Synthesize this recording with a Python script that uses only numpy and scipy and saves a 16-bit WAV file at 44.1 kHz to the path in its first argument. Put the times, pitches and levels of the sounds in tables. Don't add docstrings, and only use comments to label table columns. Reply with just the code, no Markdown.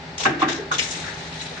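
import sys
import numpy as np
from scipy import signal
from scipy.fft import rfft, irfft
from scipy.io import wavfile

SR = 44100
rng = np.random.default_rng(int(sys.argv[2]) if len(sys.argv) > 2 else 0)


def store_wav(level_fs):
    pcm = np.round(np.clip(np.atleast_2d(level_fs), -1, 1) * 32767)
    wavfile.write(sys.argv[1], SR, pcm.T.astype(np.int16))


N = 70560
T, HZ = np.arange(N) / SR, np.fft.rfftfreq(N, 1 / SR)
EDGE_HZ, BASS_CUT_HZ, CEILING = 10000, 145, 0.92

# freq_hz, correlation
STEREO_CORRELATION = [(50, 1), (170, 0.9), (330, 0.88), (650, 0.51), (1200, 0.058), (2400, 0.08),
                      (6000, 0.071)]
# freq_hz, density_db
DRONE_SPECTRUM = [(15, -62), (25, -40.5), (45, -12), (65, -10), (113, -8), (168, -4), (211, -11),
                  (251, -10.5), (425, -11.5), (651, -10.5), (756, -10), (857, -8), (1050, -14.5),
                  (1860, -11), (3160, -19.5), (4260, -17.5), (8180, -36.5), (10000, -64), (13000, -72),
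                  (22000, -120)]
# time_s, level_db
DRONE_LEVEL = [(0, -38.5), (.3, -38.5), (.68, -38.5), (.95, -35), (1.25, -36.5), (1.6, -37.5)]
# freq_hz, side_db
DRONE_SIDE = [(100, 0.5), (900, -0.5), (2400, 4.5), (4000, 3), (8000, 1)]
# pitch_hz, level_db
MOTOR_TONES = [(77, -51.5), (155.6, -47), (168.2, -48), (249, -53.5), (259, -55.5), (400, -50.5),
               (548, -59), (633, -56.5), (803, -54), (868, -52.5)]
# freq_hz, t60_s
ROOM_DECAY = [(100, 0.18), (400, 0.53), (2000, 0.56), (8000, 0.27)]
ROOM_DB, MOTOR_WANDER = -16.5, 0.0044

# start_s, hold_s, level_db, pitch_hz
SLIDE_TRAVELS = [(0.192, 0.055, -40.5, 406), (0.579, 0.04, -34.5, 413), (0.709, 0.096, -41, 447),
                 (0.945, 0.059, -44.5, 336)]
TRAVEL_WIDTH_OCT, TRAVEL_RISE_S, TRAVEL_T60_S = 0.17, 0.016, 0.31
# start_s, level_db, pitch_hz, t60_s, side_db
FEEDER_KNOCKS = [(0.203, -31, 875, 0.25, -2), (0.485, -29, 1700, 0.44, 18), (0.802, -32.5, 2060, 0.62, 10),
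                 (1.039, -31.5, 1610, 0.35, 7), (1.079, -31, 1680, 0.28, 15), (1.413, -34, 2200, 0.11, -9),
                 (1.517, -32.5, 490, 0.1, -1), (1.569, -35, 1540, 0.3, 3)]
KNOCK_WIDTH_OCT, KNOCK_RISE_S, CONTACT_SKIRT_DB = 0.25, 0.002, -15

# time_s, level_db
EXHAUST_CONTOUR = [(.78, -84), (.82, -27), (.88, -40), (.93, -33), (1.01, -35.5), (1.15, -41), (1.3, -41),
                   (1.4, -35.5), (1.6, -41.5)]
# freq_hz, density_db
EXHAUST_SPECTRUM = [(400, -17), (1200, -14), (1650, -1), (2200, 3.5), (3000, 1.5), (4000, 6), (4800, -2.5),
                    (6300, -1.5), (7500, -11), (8800, -12), (10000, -31.5)]
# start_s, rise_s, hold_s, t60_s, level_db, tilt_db_per_oct, low_cut_hz
VALVE_SPURTS = [(0.1786, 0.0021, 0.011, 0.22, -26.5, 1, 300), (0.1795, .002, .012, .15, -39, 20, 8500),
                (0.202, .003, 0.0064, 0.28, -28, 0.5, 300), (0.23, 0.0042, 0.0079, 0.22, -22.5, -2, 700),
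                (0.392, 0.011, 0.036, 0.15, -27, -7, 400), (0.477, 0.013, 0.017, 0.33, -25, -4.5, 300),
                (0.517, 0.0049, 0.0093, 0.26, -30.5, -8.5, 4500),
                (0.714, 0.0037, 0.039, 0.15, -27.5, -1.5, 300),
                (0.777, 0.0086, 0.032, 0.15, -24.5, 1.5, 1500), (0.814, .006, 0.013, 0.96, -29, 9.5, 1500),
                (0.905, .005, 0.02, 0.24, -31, 6.5, 4800), (1.411, 0.0037, 0.029, 0.088, -38, 12, 300)]
# freq_hz, density_db
JET_SPECTRUM = [(60, -64), (300, -11), (1100, -10.5), (2000, -5.5), (2900, -2), (3700, 1), (4700, -7),
                (5400, -1.5), (6600, -3), (8000, -14), (9800, -30.5)]
# freq_hz, side_db
AIR_BALANCE = [(1000, -5), (2400, -2.5), (3700, 3.5), (5500, -0.5), (9000, -1.5)]
EXHAUST_SIDE_DB, SPURT_SIDE_DB = 2.5, 4.5
SPUTTER_DB, SPUTTER_HZ = 2.5, 107
ECHO_MIN_S, ECHO_MAX_S, ECHO_DB = 0.000679, 0.009, -18.5

# start_s, pitch_hz, level_db, t60_s, side_db
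STEEL_PINGS = [(0.252, 1110, -16.5, 0.03, -6), (0.2507, 1316, -18.5, 0.022, -10),
               (.258, 1579, -12, 0.077, 7.5), (0.264, 1788, -28.5, 0.16, 6), (.255, 2800, -25, 0.047, 14),
               (.418, 1072, -14, 0.077, -4.5), (.42, 1180, -15.5, 0.14, -2.5),
               (.432, 748, -31, 0.035, -19.5), (0.714, 1060, -27.5, 0.094, -5),
               (.712, 1149, -21.5, 0.04, -8), (0.712, 1272, -39.5, 0.29, 2.5),
               (0.714, 1430, -18.5, 0.11, -3), (0.72, 6380, -31, 0.086, 15), (0.747, 3570, -25, 0.082, 0),
               (.786, 7030, -25, .07, 2), (.794, 2336, -25.5, 0.077, 13), (0.789, 2908, -22.5, 0.078, 8),
               (0.796, 5100, -25.5, .08, 8), (1.41, 3980, -34.5, 0.077, 16)]
PING_RISE_S, PING_HOLD_S, PING_WAVER_RAD = 0.0023, 0.0069, 0.25
# pitch_hz, level_db, t60_s
FRAME_MODES = [(137, -7, 0.58), (261.8, -11.5, 0.57), (292.8, -10.5, 0.83), (334.5, -5, 0.74),
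               (371, -8.5, 0.47), (601.5, -5, 0.21), (768, 9.5, 0.13), (786, 1, 0.14), (1577, -14, 0.54),
               (1628, -6.5, 0.77), (1850, -13, 0.41)]
FRAME_LAG_S, FRAME_RISE_S, FRAME_WAVER_RAD, PANEL_DB = 0.0018, 0.01, 0.5, 4
# freq_hz, density_db
PANEL_SPECTRUM = [(30, -39), (80, -36), (135, -25), (200, -9.5), (320, 4), (520, -15), (780, 1),
                  (1000, -16.5), (1250, -7), (1750, -11), (3000, -18), (5000, -50), (10000, -66)]
# freq_hz, t60_s
PANEL_DECAY = [(100, 0.31), (330, 0.61), (800, 0.25), (1800, 0.56), (6000, 0.063)]
THUMP_HZ, THUMP_RISE_S, THUMP_HOLD_S, THUMP_T60_S = 135, 0.041, 0.052, 0.11
# start_s, level_db, pitch_hz, width_oct, rise_s, chatter_s, t60_s, frame_db, thump_db, side_db
SLIDE_BLOWS = [(0.252, -15.5, 1530, 0.55, 0.0028, 0.008, 0.083, -22, -26, -1),
               (0.417, -19.5, 1380, 0.6, 0.015, 0.015, 0.092, -24, -47, 12),
               (0.712, -22, 1324, 0.28, .0015, 0.0054, 0.17, -40.5, -33.5, -3),
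               (0.787, -17.5, 2440, 0.46, 0.008, 0.0094, 0.031, -66, -62, 5)]


def amp(db):
    return 10 ** (np.asarray(db) / 20)


def unit(x):
    return x / np.sqrt(np.mean(x ** 2) + 1e-20)


def read(points, hz=HZ):
    freq_hz, value = np.transpose(points)
    return np.interp(np.log(hz + 1), np.log(freq_hz + 1), value)


def noise(shape_db, side_db=0):
    left, spare = rng.standard_normal((2, len(HZ))) + 1j * rng.standard_normal((2, len(HZ)))
    correlation = read(STEREO_CORRELATION)
    right = correlation * left + np.sqrt(1 - correlation ** 2) * spare
    pair = np.array([left * amp(side_db / 2), right * amp(-side_db / 2)])
    return unit(irfft(pair * amp(shape_db), N))


def stereo_phase(hz):
    apart_rad = rng.choice([-1, 1]) * np.arccos(read(STEREO_CORRELATION, hz))
    return np.array([[0.5], [-0.5]]) * apart_rad


def drift(rate_hz):
    return unit(irfft(rfft(rng.standard_normal(N)) * np.exp(-(HZ / rate_hz) ** 2), N))


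def envelope(start_s, rise_s, hold_s, t60_s):
    age_s = T - start_s
    return np.clip(age_s / rise_s, 0, 1) * np.exp(-np.log(1000) * np.maximum(age_s - hold_s, 0) / t60_s)


def die_away(x, start_s, decay):
    hz, time_s, bands = signal.stft(x, SR, nperseg=512)
    fade = np.exp(-np.log(1000) * np.maximum(time_s - start_s, 0) / read(decay, hz)[:, None])
    return signal.istft(bands * fade, SR, nperseg=512)[1][:, :N]


def contact(hz, width_oct, side_db):
    away_oct = np.log2((HZ + 1) / hz)
    shape = np.exp(-0.5 * (away_oct / width_oct) ** 2) + amp(CONTACT_SKIRT_DB) / (1 + away_oct ** 4)
    return noise(20 * np.log10(shape), side_db)


def workshop():
    out = noise(read(DRONE_SPECTRUM), read(DRONE_SIDE))
    out *= amp(np.interp(T, *np.transpose(DRONE_LEVEL)) + 0.49 * drift(rate_hz=77))
    for hz, db in MOTOR_TONES:
        pitch_hz = hz * (1 + MOTOR_WANDER * drift(rate_hz=11.2))
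        out += np.sqrt(2) * amp(db) * np.sin(2 * np.pi * (np.cumsum(pitch_hz) / SR + rng.random()))
    return out


def room(x):
    tail = die_away(noise(0 * HZ), 0, ROOM_DECAY) * np.clip(T / 0.023, 0, 1)
    return signal.fftconvolve(x, tail / np.linalg.norm(tail[0]), axes=1)[:, :N]


def travels():
    return sum(amp(db) * contact(hz, TRAVEL_WIDTH_OCT, side_db=0)
               * envelope(start_s, TRAVEL_RISE_S, hold_s, TRAVEL_T60_S)
               for start_s, hold_s, db, hz in SLIDE_TRAVELS)


def knocks():
    return sum(amp(db) * contact(hz, KNOCK_WIDTH_OCT, side_db)
               * envelope(start_s, KNOCK_RISE_S, 0, t60_s)
               for start_s, db, hz, t60_s, side_db in FEEDER_KNOCKS)


def exhaust():
    level_db = np.interp(T, *np.transpose(EXHAUST_CONTOUR)) + drift(rate_hz=35)
    return amp(level_db) * noise(read(EXHAUST_SPECTRUM), EXHAUST_SIDE_DB + read(AIR_BALANCE))


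def spurts():
    octaves = np.log2(np.maximum(HZ, 700) / 4000)
    jets = np.zeros((2, N))
    for start_s, rise_s, hold_s, t60_s, db, tilt_db_per_oct, cut_hz in VALVE_SPURTS:
        cut_db = 10 * np.log10(1 + (cut_hz / (HZ + 1)) ** 8)
        shape_db = read(JET_SPECTRUM) + tilt_db_per_oct * octaves - cut_db
        jet = noise(shape_db, SPURT_SIDE_DB + read(AIR_BALANCE))
        jets += amp(db) * jet * envelope(start_s, rise_s, hold_s, t60_s)
    return jets * amp(drift(rate_hz=40))


def sputter(air, count=6):
    position = np.clip(HZ / EDGE_HZ, 0, 1) * (count - 1)
    bands = (irfft(rfft(air) * np.maximum(1 - abs(position - k), 0), N) for k in range(count))
    return sum(band * unit(amp(SPUTTER_DB * drift(SPUTTER_HZ))) for band in bands)


def near_echoes(air, count=6):
    delays_s = rng.uniform(ECHO_MIN_S, ECHO_MAX_S, (2, count, 1))
    comb = 1 + amp(ECHO_DB) * np.exp(-2j * np.pi * HZ * delays_s).sum(1)
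    return irfft(rfft(air) * comb / np.sqrt(np.mean(abs(comb) ** 2)), N)


def pings():
    out = np.zeros((2, N))
    for start_s, hz, db, t60_s, side_db in STEEL_PINGS:
        phase = stereo_phase(hz) + 2 * np.pi * (hz * T + rng.random())
        ring = np.sin(phase + PING_WAVER_RAD * drift(rate_hz=180))
        gains = amp([[db + side_db / 2], [db - side_db / 2]])
        out += gains * ring * envelope(start_s, PING_RISE_S, PING_HOLD_S, t60_s)
    return out


def thump(start_s):
    sway = np.sin(2 * np.pi * (THUMP_HZ * T + rng.random()))
    return sway * envelope(start_s, THUMP_RISE_S, THUMP_HOLD_S, THUMP_T60_S)


def frame(start_s):
    onset_s = start_s + FRAME_LAG_S
    modes = np.zeros((2, N))
    for hz, db, t60_s in FRAME_MODES:
        phase = 2 * np.pi * (hz * T + rng.random()) + stereo_phase(hz)
        ring = np.sin(phase + FRAME_WAVER_RAD * drift(rate_hz=55))
        modes += amp(db) * ring * envelope(onset_s, FRAME_RISE_S, 0, t60_s)
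    panels = die_away(noise(read(PANEL_SPECTRUM)), start_s, PANEL_DECAY)
    return modes + amp(PANEL_DB) * panels * np.clip((T - onset_s) / FRAME_RISE_S, 0, 1)


def blows():
    out = np.zeros((2, N))
    for start_s, db, hz, width_oct, rise_s, chatter_s, t60_s, frame_db, thump_db, side_db in SLIDE_BLOWS:
        out += amp(db) * contact(hz, width_oct, side_db) * envelope(start_s, rise_s, chatter_s, t60_s)
        out += amp(frame_db) * frame(start_s) + amp(thump_db) * thump(start_s)
    return out


def scene():
    metal = blows() + pings() + knocks() + travels()
    air = near_echoes(sputter(spurts() + exhaust()))
    radiation = 1 / np.sqrt(1 + (BASS_CUT_HZ / (HZ + 1)) ** 8)
    press = irfft(rfft(metal + air) * radiation, N)
    return press + amp(ROOM_DB) * room(press) + workshop()


def record(dry):
    rounded = CEILING * np.tanh(dry / CEILING)
    low_pass = signal.firwin(401, EDGE_HZ, window=("kaiser", 9), fs=SR)
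    return signal.oaconvolve(rounded, low_pass[None], "same")


dry = scene()
out = record(dry)
store_wav(out)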